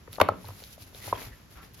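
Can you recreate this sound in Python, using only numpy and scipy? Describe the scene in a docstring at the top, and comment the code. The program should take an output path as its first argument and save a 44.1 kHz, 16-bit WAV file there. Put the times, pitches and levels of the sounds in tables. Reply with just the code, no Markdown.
"""Rolling food in a bamboo mat.

Hands in thin plastic gloves work on a wooden board, close by in a small room.
The mat's edge clatters down and later knocks once more, ringing slats and board; the table thuds.
In between and after, gloves and slats slide with soft swishes, ticks and faint creaks."""
import sys
import numpy as np
from scipy import signal
from scipy.fft import rfft, irfft
from scipy.io import wavfile
from scipy.ndimage import uniform_filter1d

SR = 44100
rng = np.random.default_rng(int(sys.argv[2]) if len(sys.argv) > 2 else 0)


def output_pcm(signal):
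    """Save a mono or channel-first signal as 16-bit PCM at the path in sys.argv[1].

    Samples are clipped to [-1, 1] before scaling.
    """
    pcm = np.clip(np.atleast_2d(signal).T, -1, 1) * 32767
    wavfile.write(sys.argv[1], SR, np.round(pcm).astype(np.int16))


N = 79380
TIME = np.arange(N) / SR


def from_db(db):
    """Decibels to gain."""
    return 10 ** (np.asarray(db) / 20)


def at_hz(points, hz):
    """Interpolate (Hz, value) rows on a log-frequency axis."""
    points_hz, values = np.transpose(points)
    return np.interp(np.log(np.maximum(hz, 1)), np.log(points_hz), values)


def panned(db):
    """Stereo gains, left over right by db."""
    return from_db(np.array([[db], [-db]]) / 2)


def add(out, start_s, sound):
    """Mix a sound in at start_s."""
    start = int(np.clip(start_s * SR, 0, N - 1))
    out[:, start:start + sound.shape[-1]] += sound[..., :N - start]


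def noise(spectrum, correlation):
    """Stereo noise, rms 1; left-right correlation is a number or a table over Hz."""
    hz = np.arange(N // 2 + 1) * SR / N
    mid, side = rfft(rng.standard_normal((2, N)))
    alike = correlation if np.isscalar(correlation) else at_hz(correlation, hz)
    stereo = np.sqrt(1 + alike) * mid + np.sqrt(1 - alike) * side * [[1], [-1]]
    x = irfft(stereo * from_db(at_hz(spectrum, hz)), N)
    return x / x.std()


def decay(t, t60_s):
    """Exponential fall, 60 dB in t60_s."""
    return np.exp(-np.log(1000) * t / t60_s)


def stick_slip(depth_db, rate_hz):
    """Fast gain flutter of sticking and slipping."""
    flutter = uniform_filter1d(rng.standard_normal(N), int(SR / rate_hz))
    return from_db(depth_db * flutter / flutter.std())


def rumble():
    """Steady low background noise, wider in the treble."""
    # Each row: frequency in Hz, spectral density in dB.
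    spectrum = [(25, -17), (45, -2.5), (100, -3), (150, -7.5), (300, -13.5), (600, -20.5), (1500, -22),
                (4000, -28.5), (12000, -31), (16000, -48)]
    # Each row: frequency in Hz, left-right correlation.
    correlation = [(60, 0.9), (180, .8), (600, 0.2), (5000, 0.047)]
    return from_db(-53) * noise(spectrum, correlation)


def knocks():
    """Slats hit the board: damped modes, dulled by contact softness, with a short crack on top."""
    # Each row: start in seconds, peak in dB, contact cut-off in Hz, pitch ratio,
    # board mode gain in dB, crack in dB re peak, pan in dB.
    hits = [(.0755, -40.5, 2230, 1.13, -12.5, -31, -2), (.0780, -39, 523, .85, 7, -37, -1),
            (.1824, -25, 840, 1.08, -4.5, -37, 2), (.1998, -15, 2000, 1.19, -28, -8, -2),
            (.2018, -12.5, 1460, 0.86, 3.5, -10, -2.5), (.2066, -18, 1000, 0.96, -7, -40, 2),
            (.2108, -13.5, 1960, 1.38, 2, -13, -0.5), (.2138, -3.5, 2890, 1.01, 7, -5.5, 3.5),
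            (.2872, -8.5, 1250, 0.99, -4.5, -17.5, -1), (.3178, -28, 950, 0.95, 5, -35, 0),
            (.4440, -39.5, 1070, 0.81, -3, -11, 3), (.4865, -35.5, 970, 0.9, -5.5, -2, 0),
            (.5040, -39.5, 1010, 0.95, -5, -14, -2), (.6205, -41.5, 857, .9, 7.5, -26, -1),
            (.7775, -41.5, 750, 1.12, 6, -29, -2.5), (.9280, -48, 750, 0.88, -1, -39, -0.5),
            (.9460, -44, 960, 0.88, 1, -15, 1), (1.0765, -32, 1093, 0.75, -9, -25, 3),
            (1.1264, -11.5, 1110, 0.921, 0, -32, -0.5)]
    # Low board modes, higher slat modes. Each row: frequency in Hz, level in dB, T60 in seconds, pan in dB.
    modes = [(253.6, -19.5, 0.054, -0.5), (552, -1, 0.017, 10), (595.7, -1.5, 0.024, 5.5),
             (846, -3.5, .022, 10), (1117, 5.5, 0.019, -1), (1298, -1.5, 0.019, 2), (1583, -8, 0.012, 21),
             (2012, -15.5, 0.0081, -5), (2360, -11.5, 0.013, 5), (2972, -7.5, 0.0088, 16),
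             (3900, -18.5, 0.0099, -6.5), (4290, -10.5, 0.02, 13), (5860, -5.5, .006, 2)]
    board_below_hz, scatter_db, swell_cycles = 700, 3.73, 0.92
    crack_rise_s, crack_t60_s = 0.00048, 0.012
    out, t = np.zeros((2, N)), TIME[:SR // 12]
    crack_spectrum = [(1000, -10.5), (2000, 12), (3500, 2.5), (5500, 0.5), (7000, -4), (11500, -2.5),
                      (16000, -16.5)]  # Each row: frequency in Hz, spectral density in dB.
    crack_noise = noise(crack_spectrum, correlation=0.26) * panned(0.5)
    crack_envelope = (1 - np.exp(-t / crack_rise_s)) * decay(t, crack_t60_s)
    for i, (start_s, peak_db, cutoff_hz, pitch, board_db, crack_db, pan_db) in enumerate(hits):
        body = 0
        for hz, mode_db, t60_s, mode_pan_db in modes:
            level_db = mode_db + scatter_db * rng.standard_normal() + board_db * (hz < board_below_hz)
            cycles = hz * pitch * t
            swell = 1 - np.exp(-(cycles / swell_cycles) ** 2)
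            ring = np.sin(2 * np.pi * cycles) * swell * decay(t, t60_s)
            body = body + from_db(level_db) * panned(mode_pan_db) * ring
        body = signal.sosfilt(signal.butter(3, cutoff_hz, fs=SR, output="sos"), body)
        body /= abs(body.mean(0)).max()
        crack = from_db(crack_db) * crack_noise[:, i * len(t):(i + 1) * len(t)] * crack_envelope
        add(out, start_s, from_db(peak_db) * panned(pan_db) * (body + crack))
    return out


def thuds():
    """The table gives under the hands: a few slow swings that swell, sag in pitch and die."""
    # Each row: start in seconds, peak in dB, final frequency in Hz.
    presses = [(0.083, -41.5, 95), (0.208, -27.5, 86.7), (0.288, -32.5, 92.7), (0.36, -44, 177.3),
               (0.441, -39.5, 92.5), (0.486, -36, 95.7), (0.634, -52, 59.6), (0.804, -46, 99.6),
               (0.981, -48.5, 93.6), (1.064, -38, 97.5), (1.116, -36, 98.6), (1.125, -43, 48),
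               (1.234, -42.5, 50.5), (1.261, -40.5, 105.5), (1.300, -43, 48), (1.546, -44.5, 57),
               (1.726, -52.5, 100.6)]
    swell_s, glide = 0.015, 0.09
    out = np.zeros((2, N))
    age = TIME[:SR // 4] / swell_s
    envelope = (age * np.exp(1 - age)) ** 1.36
    pitch = 1 + glide * np.exp(-age / 2)
    for start_s, peak_db, hz in presses:
        phase = 2 * np.pi * hz * np.cumsum(pitch) / SR
        add(out, start_s, from_db(peak_db) * envelope * np.sin(phase))
    return out


def sliding():
    """Strokes swell and fade: a fine bright hiss of glove film, a duller, coarser rub of slats."""
    # Each row: peak time, rise and fall in seconds, glove hiss in dB, slat rub in dB.
    strokes = [(0.143, 0.039, 0.057, -48.5, -56.5), (0.487, 0.15, 0.067, -53.5, -56.5),
               (.625, 0.16, 0.14, -50.5, -59.5), (0.734, 0.041, 0.03, -50, -86),
               (0.819, 0.041, 0.042, -49, -63), (.875, 0.026, 0.053, -56, -61.5),
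               (0.971, 0.05, 0.08, -49, -57.5), (1.076, 0.077, 0.071, -42, -47),
               (1.159, 0.049, 0.037, -52, -44.5), (1.215, 0.061, 0.092, -44.5, -46),
               (1.334, .03, 0.15, -62, -63), (1.520, 0.025, 0.069, -57, -63.5),
               (1.578, 0.027, 0.03, -59.5, -51), (1.640, 0.03, 0.051, -56.5, -55),
               (1.746, 0.0077, 0.01, -49.5, -74), (1.795, 0.048, .05, -54, -59)]
    # Each row of both: frequency in Hz, spectral density in dB.
    hiss_spectrum = [(1000, -29.5), (2500, -2.5), (4500, 0), (7000, -2.5), (9500, 1), (12000, 3.5),
                     (14000, -11), (16000, -16)]
    rub_spectrum = [(120, -11.5), (280, -5.5), (600, -4), (1300, -7.5), (2200, -8), (3500, -15),
                    (6000, -25.5), (12000, -43)]
    edge_db = -17  # one rise or fall time from the peak
    hiss_power, rub_power = 0, 0
    for peak_s, rise_s, fall_s, hiss_db, rub_db in strokes:
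        shape_db = edge_db * np.maximum((peak_s - TIME) / rise_s, (TIME - peak_s) / fall_s) ** 1.93
        hiss_power += from_db(hiss_db + shape_db) ** 2
        rub_power += from_db(rub_db + shape_db) ** 2
    hiss = stick_slip(depth_db=2.96, rate_hz=1400) * noise(hiss_spectrum, correlation=0.1)
    rub = stick_slip(depth_db=3.0, rate_hz=300) * noise(rub_spectrum, correlation=0.29)
    return np.sqrt(hiss_power) * hiss * panned(0.39) + np.sqrt(rub_power) * rub * panned(2.8)


def ticks():
    """Film and slats snap: one quickly damped ring each, left and right starting at slightly different phases."""
    # Each row: start in seconds, peak in dB, frequency in Hz, T60 in seconds.
    snaps = [(.1303, -22, 10600, 0.0016), (.1303, -33.5, 3780, 0.0044), (0.138, -32.5, 4230, 0.0036),
             (.1570, -34.5, 4250, 0.0085), (0.1643, -32.5, 2320, 0.0022), (0.454, -36, 4160, 0.0054),
             (.4842, -32, 11700, 0.0049), (.6390, -24.5, 4240, 0.0018), (.8250, -40, 11600, .003),
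             (.9480, -33, 3670, 0.006), (1.0690, -24, 11100, 0.0013), (1.082, -48, 5060, 0.0045),
             (1.1506, -40, 3236, .05), (1.6230, -43, 11800, .003), (1.6450, -42.5, 5200, .004),
             (1.6520, -44.5, 5400, .004), (1.6930, -48, 11500, .003), (1.7370, -40, 11840, 0.0028),
             (1.75, -43, 11000, .003), (1.7490, -43, 4500, .003)]
    out, t = np.zeros((2, N)), TIME[:SR // 12]
    for start_s, peak_db, hz, t60_s in snaps:
        phase = 2 * np.pi * hz * t + rng.uniform(-0.93, 1, (2, 1))
        add(out, start_s, from_db(peak_db) * np.sin(phase) * decay(t, t60_s))
    return out


def creaks():
    """Slats of the squeezed roll slip in quick uneven runs, each ringing one broad resonance."""
    # Each row: peak time in seconds, Gaussian width in seconds, level in dB, resonance in Hz.
    squeezes = [(1.034, 0.011, -49.5, 1990), (1.22, 0.037, -55, 2240), (1.332, 0.013, -54, 1810),
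                (1.602, 0.024, -52, 1270)]
    slips_per_s, bandwidth_hz = 700, 210
    radius = np.exp(-np.pi * bandwidth_hz / SR)
    out = np.zeros((2, N))
    for peak_s, width_s, level_db, hz in squeezes:
        slips = (rng.random(N) < slips_per_s / SR) * (1 + 0.5 * rng.standard_normal((2, N)))
        feedback = [1, -2 * radius * np.cos(2 * np.pi * hz / SR), radius ** 2]
        ring = signal.lfilter([1, 0, -1], feedback, slips + 1e-18)
        envelope = np.exp(-((TIME - peak_s) / width_s) ** 2 / 2)
        out += from_db(level_db) * envelope * ring / ring.std()
    return out


def room(x):
    """A diffuse tail that dies band by band, longest in the bass."""
    colour = [(60, -7.5), (150, 6), (250, 6.5), (380, 4.5), (580, -1.5), (900, -2.5), (1300, -0.5),
              (2000, 1.5), (3000, -0.5), (6000, -7), (12000, -4.5)]  # Each row: frequency in Hz, level in dB.
    decay_times = [(100, 1), (250, .5), (580, 0.22), (1200, 0.28), (4000, 0.36), (12000, .25)]  # Each row: frequency in Hz, T60 in seconds.
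    wet_db, onset_s = -15.5, 0.005
    white = noise([(20, 0), (20000, 0)], correlation=0.44)
    edges_hz = np.geomspace(50, 17000, 13)
    tail, t = 0, TIME[:SR * 2 // 3]
    for low_hz, high_hz in zip(edges_hz, edges_hz[1:]):
        hz = np.sqrt(low_hz * high_hz)
        bandpass = signal.butter(2, [low_hz, high_hz], "band", fs=SR, output="sos")
        band = signal.sosfilt(bandpass, white)[:, -len(t):]
        tail += band * from_db(at_hz(colour, hz)) * decay(t, at_hz(decay_times, hz))
        white = np.roll(white, len(t) // 7, axis=1)  # decorrelates the bands
    tail *= 1 - np.exp(-(t / onset_s) ** 2)
    tail /= np.sqrt((tail ** 2).sum() / 2)
    return from_db(wet_db) * signal.fftconvolve(x.mean(0)[None], tail, axes=1)[:, :N]


def scene():
    """Mat and gloves in the room, over dry table thuds and a low rumble."""
    near = knocks() + ticks() + sliding() + creaks()
    return near + room(near) + thuds() + rumble()


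def record(dry):
    """Microphone: deep treble dip, low cut, rounded peaks, high cut."""
    dip_hz, dip_width_hz, dip_db = 8493, 1380, -32
    low_cut_hz, high_cut_hz, ceiling = 30, 16200, 0.88
    b, a = signal.iirnotch(dip_hz, dip_hz / dip_width_hz, fs=SR)
    notched = dry
    for _ in range(3):
        notched = signal.lfilter(b, a, notched)
    dipped = notched + from_db(dip_db) * (dry - notched)
    trimmed = signal.sosfilt(signal.butter(4, low_cut_hz, "high", fs=SR, output="sos"), dipped)
    rounded = trimmed / (1 + (trimmed / ceiling) ** 8) ** (1 / 8)
    return signal.sosfilt(signal.ellip(10, 0.5, 80, high_cut_hz, fs=SR, output="sos"), rounded)


dry = scene()
out = record(dry)
output_pcm(out)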